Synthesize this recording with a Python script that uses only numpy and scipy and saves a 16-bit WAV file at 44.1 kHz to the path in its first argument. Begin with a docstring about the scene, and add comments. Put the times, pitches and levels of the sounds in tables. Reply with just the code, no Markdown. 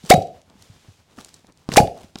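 """Two bamboo suction cups are pulled off skin, close to a microphone in a small, quiet room.
First a rim creaks and leaks. At 0.1 s air rushes in and the cavity rings, its pitch shooting up as
the gap opens; the pop overloads the microphone and hangs in the room while the flesh thumps back.
Gloves then tick and rustle, and cloth shifts on the couch. At 1.77 s the second cup pops, a little
higher, and a few soft rubs and knocks follow."""
import sys
import numpy as np
from scipy import signal
from scipy.fft import rfft, irfft
from scipy.io import wavfile

SR = 44100
rng = np.random.default_rng(int(sys.argv[2]) if len(sys.argv) > 2 else 0)


def wav_record(signal):
    """Record a signal, one row per channel, as 16-bit PCM in the file named by sys.argv[1]."""
    frames = np.transpose(np.atleast_2d(signal))
    bounded = np.clip(frames, -1, 1)
    # unit amplitude maps onto the largest positive 16-bit level
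    quanta = np.round(bounded * 32767).astype(np.int16)
    wavfile.write(sys.argv[1], SR, quanta)


N = 97020

# Noise spectra (f/Hz, relative spectral level/dB)
ROOM_TONE_SPECTRUM = [(20, -28.5), (45, -7.5), (90, 1), (150, -2.5), (260, -9), (500, -16.5), (800, -13.5),
                      (1200, -19), (5900, -28), (16000, -41.5)]
HISS_SPECTRUM = [(300, -22), (1500, -6.5), (3200, -2), (7000, -6.5), (11000, -16), (16000, -25)]
CLOTH_SPECTRUM = [(50, -5), (170, -2), (300, -3), (600, -5.5), (1200, -10), (3000, -25.5), (12000, -42)]
GLOVE_SPECTRUM = [(100, 0.5), (400, 9.5), (1000, 0), (1800, -4.5), (3200, -0.5), (6000, -2), (9000, -6.5),
                  (12000, -15), (16000, -18.5)]
INRUSH_SPECTRUM = [(200, -4), (900, 9), (1500, -2), (2700, 4), (4000, 1), (6000, 2.5), (8500, 0.5),
                   (12000, -6), (16000, -11)]
PEAK_HISS_SPECTRUM = [(300, -7), (1500, -1), (5000, -2.5), (9000, -7.5), (16000, -18.5)]
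# Course of the faint treble hiss (t/s, level/dB)
HISS_LEVELS = [(0, -57), (.5, -71), (.62, -59.5), (.85, -60), (.95, -61), (1.05, -68.5), (1.3, -60),
               (1.519, -72), (2.2, -67)]
# Reverberation by band (f/Hz, T60/s, level/dB)
REVERB_BANDS = [(60, .3, -20.5), (142, 0.49, -20.5), (221, 0.39, -17.5), (415, 0.37, -12.5),
                (580, 0.37, -13.5), (780, .32, -21), (1300, .33, -21.5), (2400, .36, -19),
                (4200, .38, -21.5), (8000, .33, -25.5), (15000, .24, -20)]
# First reflections off nearby walls (delay/s, level/dB)
WALL_ECHOES = [(.0205, -18), (.0375, -26.5), (0.0643, -33.5)]
# Body and cloth shifting on the couch (t/s, duration/s, level/dB)
CLOTH_STROKES = [(.47, 0.1, -56.5), (.62, 0.2, -59), (.81, 0.13, -57), (1.05, 0.13, -57.5),
                 (1.172, 0.033, -45.5), (1.475, 0.034, -49), (1.54, 0.18, -64.5), (1.692, .018, -33),
                 (1.72, 0.025, -30), (1.93, 0.12, -50)]
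# Gloves rubbing on skin (t/s, duration/s, level/dB)
GLOVE_STROKES = [(.025, 0.084, -42), (.132, .011, -18.5), (0.58, .11, -54.5), (1.09, .075, -57),
                 (1.162, 0.066, -44.5), (1.235, .075, -52.5), (1.32, .1, -57.5), (1.55, .12, -62.5),
                 (1.692, 0.028, -43), (1.716, 0.034, -29), (1.93, 0.14, -50), (2.165, 0.037, -48.5)]
# Rim and gloves snapping on skin (t/s, level/dB, centre f/Hz, decay/s)
SKIN_SNAPS = [(0.061, -35.5, 5000, 0.00098), (0.065, -31.5, 5500, .001), (0.074, -37.5, 800, .001),
              (.1385, -16.5, 1600, 0.0034), (.141, -16, 5500, 0.0017), (.221, -37.5, 4500, 0.0066),
              (0.271, -43.5, 5000, 0.0019), (0.4158, -42.5, 4900, 0.0012), (.499, -40.5, 4493, .001),
              (0.6238, -29.5, 5200, .0007), (1.1846, -33.5, 965, .003), (1.2467, -27, 6000, .0015),
              (1.289, -40.5, 5000, 0.0025), (1.3412, -34, 6000, 0.0028), (1.4458, -35.5, 700, 0.00078),
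              (1.4692, -35, 5500, 0.00054), (1.522, -46.5, 5200, 0.002), (1.574, -36.5, 5500, 0.00053),
              (1.6894, -20.5, 4500, 0.0007), (1.6894, -22.5, 750, 0.0025), (1.717, -24, 3000, .0006),
              (1.7183, -17, 2800, 0.0015), (1.7374, -26, 4500, 0.0017), (1.738, -10, 4200, .0008),
              (1.7462, -11.5, 6000, .0005), (1.7602, 0, 1200, 0.00065), (1.799, -23, 4500, .004),
              (1.8734, -28, 3200, 0.0016), (2.1565, -23, 3600, 0.0013), (2.1566, -28.5, 800, 0.0025),
              (2.1859, -28.5, 5500, 0.0018)]
# Knocks of hand and cup on flesh (t/s, mid-glide f/Hz, level/dB, decay/s)
FLESH_THUMPS = [(0.039, 172, -25.5, 0.0083), (0.139, 170, -1.5, 0.009), (0.177, 110, -10.5, 0.0081),
                (0.284, 161, -52, 0.0062), (0.504, 180, -37, 0.0036), (0.554, 205, -39.5, .006),
                (.699, 115, -33, .01), (0.884, 108, -34.5, .016), (1.182, 221, -29.5, .008),
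                (1.444, 190, -38.5, .004), (1.689, 190, -3.5, 0.002), (1.718, 160, -19, .008),
                (1.746, 120, -23, .014), (1.802, 150, 5.5, 0.003), (1.831, 100, -6.5, 0.0049),
                (2.043, 188, -31, 0.0041), (2.1563, 202, -16, 0.0023)]
# Upper air modes of the cups (cup index, f/Hz, relative level/dB)
UPPER_MODES = [(0, 3845, 3), (0, 4194, -4.5), (0, 4680, -5.5), (0, 6600, -7), (1, 2430, -5.5), (1, 4490, 3),
               (1, 4700, 1), (1, 5040, -1.5), (1, 7650, -4), (1, 9700, -4.5)]
# Cups coming off (t/s, open-cup f/Hz, glide time constant/s, ring level/dB, ring hold/s,
# inrush level/dB, inrush rise/s, upper-mode level/dB)
CUP_RELEASES = [(.1035, 780, .0049, 11.5, 0.016, -6.5, 0.0028, -17),
                (1.771, 852.3, .0047, 11, 0.011, -5.5, 0.0028, -23.5)]

RING_ATTACK_S, RING_DECAY_S, LINGER_DB, LINGER_DECAY_S = .0037, .005, -33.5, .045
INRUSH_FALL_S, INRUSH_TAIL_S, INRUSH_TAIL_DB = .0054, .011, -14
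THUMP_SAG, THUMP_SAG_S = .25, .012
SNAP_Q, SNAP_LOWPASS_HZ = .8, 9500
RUB_EDGE_SHARE, GRAIN_DB, GRAIN_S = .31, 5.5, .0012
ROOM_TONE_DB, WAVER_DB, REVERB_DELAY_S, REVERB_BUILD_S = -60, 5, .006, .007
CLIP_LEVEL, CLIP_KNEE, PEAK_HISS_DB, LOW_CUT_HZ, HIGH_CUT_HZ = .68, 15, -18, 10, 16300


def undb(db):
    """Amplitude ratio: tenfold for every 20 dB."""
    return 10 ** (np.asarray(db) / 20)


def clock():
    """Uniform sampling times, t/s."""
    return np.arange(N) / SR


def noise(spectrum):
    """Spectral shaping: white noise is weighted by a spectrum and scaled to unit rms."""
    hz, db = np.array(spectrum).T
    f = np.maximum(np.fft.rfftfreq(N, 1 / SR), 1)
    gain = undb(np.interp(np.log(f), np.log(hz), db))
    shaped = irfft(rfft(rng.standard_normal(N)) * gain, N)
    return shaped / shaped.std()


def waver(step_s):
    """Random modulation: Gaussian values joined by straight lines."""
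    return np.interp(clock() / step_s, np.arange(N), rng.standard_normal(N))


def envelope(age, attack, decay, hold=0):
    """Exponential build-up and, after the hold, exponential damping; times in s."""
    age = np.maximum(age, 0)
    return (1 - np.exp(-age / attack)) * np.exp(-np.maximum(age - hold, 0) / decay)


def background():
    """Amplitude-modulated noise: a low room tone wavers under a faint hiss."""
    hiss = undb(np.interp(clock(), *np.array(HISS_LEVELS).T)) * noise(HISS_SPECTRUM)
    return undb(ROOM_TONE_DB + WAVER_DB * waver(step_s=.04)) * noise(ROOM_TONE_SPECTRUM) + hiss


def reverberation(direct):
    """Diffuse field: dense reflections decay exponentially, each band at its own rate."""
    age = clock() - REVERB_DELAY_S
    f = np.maximum(np.fft.rfftfreq(N, 1 / SR), 1)
    scatter = rfft(rng.standard_normal(N))
    log_centres = np.log(np.array(REVERB_BANDS)[:, 0])
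    response = 0
    for selector, (_, t60, db) in zip(np.eye(len(REVERB_BANDS)), REVERB_BANDS):
        band = np.interp(np.log(f), log_centres, selector)
        tail = irfft(scatter * band, N) * envelope(age, REVERB_BUILD_S, t60 / np.log(1000))
        response += undb(db) * tail * np.sqrt(np.mean(band ** 2) / np.sum(tail ** 2))
    return signal.fftconvolve(direct, response)[:N]


def echoes(direct):
    """Specular reflection: each near wall returns a delayed, weaker copy."""
    t = clock()
    return sum(undb(db) * np.interp(t - delay, t, direct, left=0) for delay, db in WALL_ECHOES)


def rubs(strokes, spectrum):
    """Stick-slip friction: rubber, skin or cloth gives grainy noise that swells and fades."""
    swell = 0
    for start, length, db in strokes:
        edge = RUB_EDGE_SHARE * length
        swell += undb(db) * envelope(clock() - start, edge, edge, hold=length - edge)
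    grain = undb(GRAIN_DB * waver(GRAIN_S))
    return swell * noise(spectrum) * grain / np.sqrt(np.mean(grain ** 2))


def snaps():
    """Impulsive excitation: each slip on skin sends a noise burst through a broad resonance."""
    out = np.zeros(N)
    for start, db, hz, decay in SKIN_SNAPS:
        omega = 2 * np.pi * hz / SR
        damp = np.sin(omega) / (2 * SNAP_Q)
        shape = envelope(clock() - start, attack=.00035, decay=decay)
        burst = (shape + 1e-18) * rng.standard_normal(N)
        for _ in range(2):  # two passes steepen the sides of the band
            burst = signal.lfilter([damp, 0, -damp], [1 + damp, -2 * np.cos(omega), 1 - damp], burst)
        out += undb(db) * burst * np.sqrt(np.sum(shape ** 2) / np.sum(burst ** 2))
    return signal.sosfilt(signal.butter(1, SNAP_LOWPASS_HZ, fs=SR, output="sos"), out)


def thumps():
    """Damped oscillation: knocked flesh wobbles for a cycle or two, sagging in pitch."""
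    out = np.zeros(N)
    for start, hz, db, decay in FLESH_THUMPS:
        age = np.maximum(clock() - start, 0)
        glide = 2 * np.exp(-age / THUMP_SAG_S) - 1
        pitch = hz * (age > 0) * (1 + THUMP_SAG * glide)
        wobble = np.sin(2 * np.pi * np.cumsum(pitch) / SR)
        out -= undb(db) * envelope(age, attack=.0012, decay=decay) * wobble
    return out


def pops():
    """Cavity resonance: air rushes through the gap and the cup rings, rising as the rim lifts clear."""
    out, air = np.zeros(N), noise(INRUSH_SPECTRUM)
    for cup, (start, hz, rise, ring_db, hold, air_db, air_rise, modes_db) in enumerate(CUP_RELEASES):
        age = clock() - start
        after = np.maximum(age, 0)
        pitch = hz * (1 - np.exp(-after / rise))
        ring = envelope(age, RING_ATTACK_S, RING_DECAY_S, hold)
        linger = undb(LINGER_DB) * envelope(age, RING_ATTACK_S, LINGER_DECAY_S)
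        out += undb(ring_db) * (ring + linger) * np.sin(2 * np.pi * np.cumsum(pitch) / SR)
        leak = np.exp(np.minimum(age, 0) / air_rise)  # grows until the release
        fall = np.exp(-after / INRUSH_FALL_S) + undb(INRUSH_TAIL_DB) * np.exp(-after / INRUSH_TAIL_S)
        out += undb(air_db) * air * leak * fall
        mode_shape = envelope(age, attack=rise, decay=.018)
        for mode_cup, mode_hz, mode_db in UPPER_MODES:
            if mode_cup == cup:
                out += undb(modes_db + mode_db) * mode_shape * np.sin(2 * np.pi * mode_hz * after)
    return out


def scene():
    """Superposition: direct sound, reflections and background add in one channel."""
    direct = pops() + thumps() + snaps()
    direct += rubs(GLOVE_STROKES, GLOVE_SPECTRUM) + rubs(CLOTH_STROKES, CLOTH_SPECTRUM)
    return (direct + echoes(direct) + reverberation(direct) + background())[None]


def record(dry):
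    """Saturation: loud peaks clip flat, and a rough hiss sounds while they clip; band edges are cut."""
    gain = 1 / (1 + np.abs(dry / CLIP_LEVEL) ** CLIP_KNEE) ** (1 / CLIP_KNEE)
    peak_hiss = undb(PEAK_HISS_DB) * (1 - gain) * noise(PEAK_HISS_SPECTRUM)
    low_cut = signal.butter(1, LOW_CUT_HZ, "high", fs=SR, output="sos")
    high_cut = signal.ellip(8, .2, 70, HIGH_CUT_HZ, fs=SR, output="sos")
    return signal.sosfilt(high_cut, signal.sosfilt(low_cut, dry * gain + peak_hiss))


dry = scene()
out = record(dry)
wav_record(out)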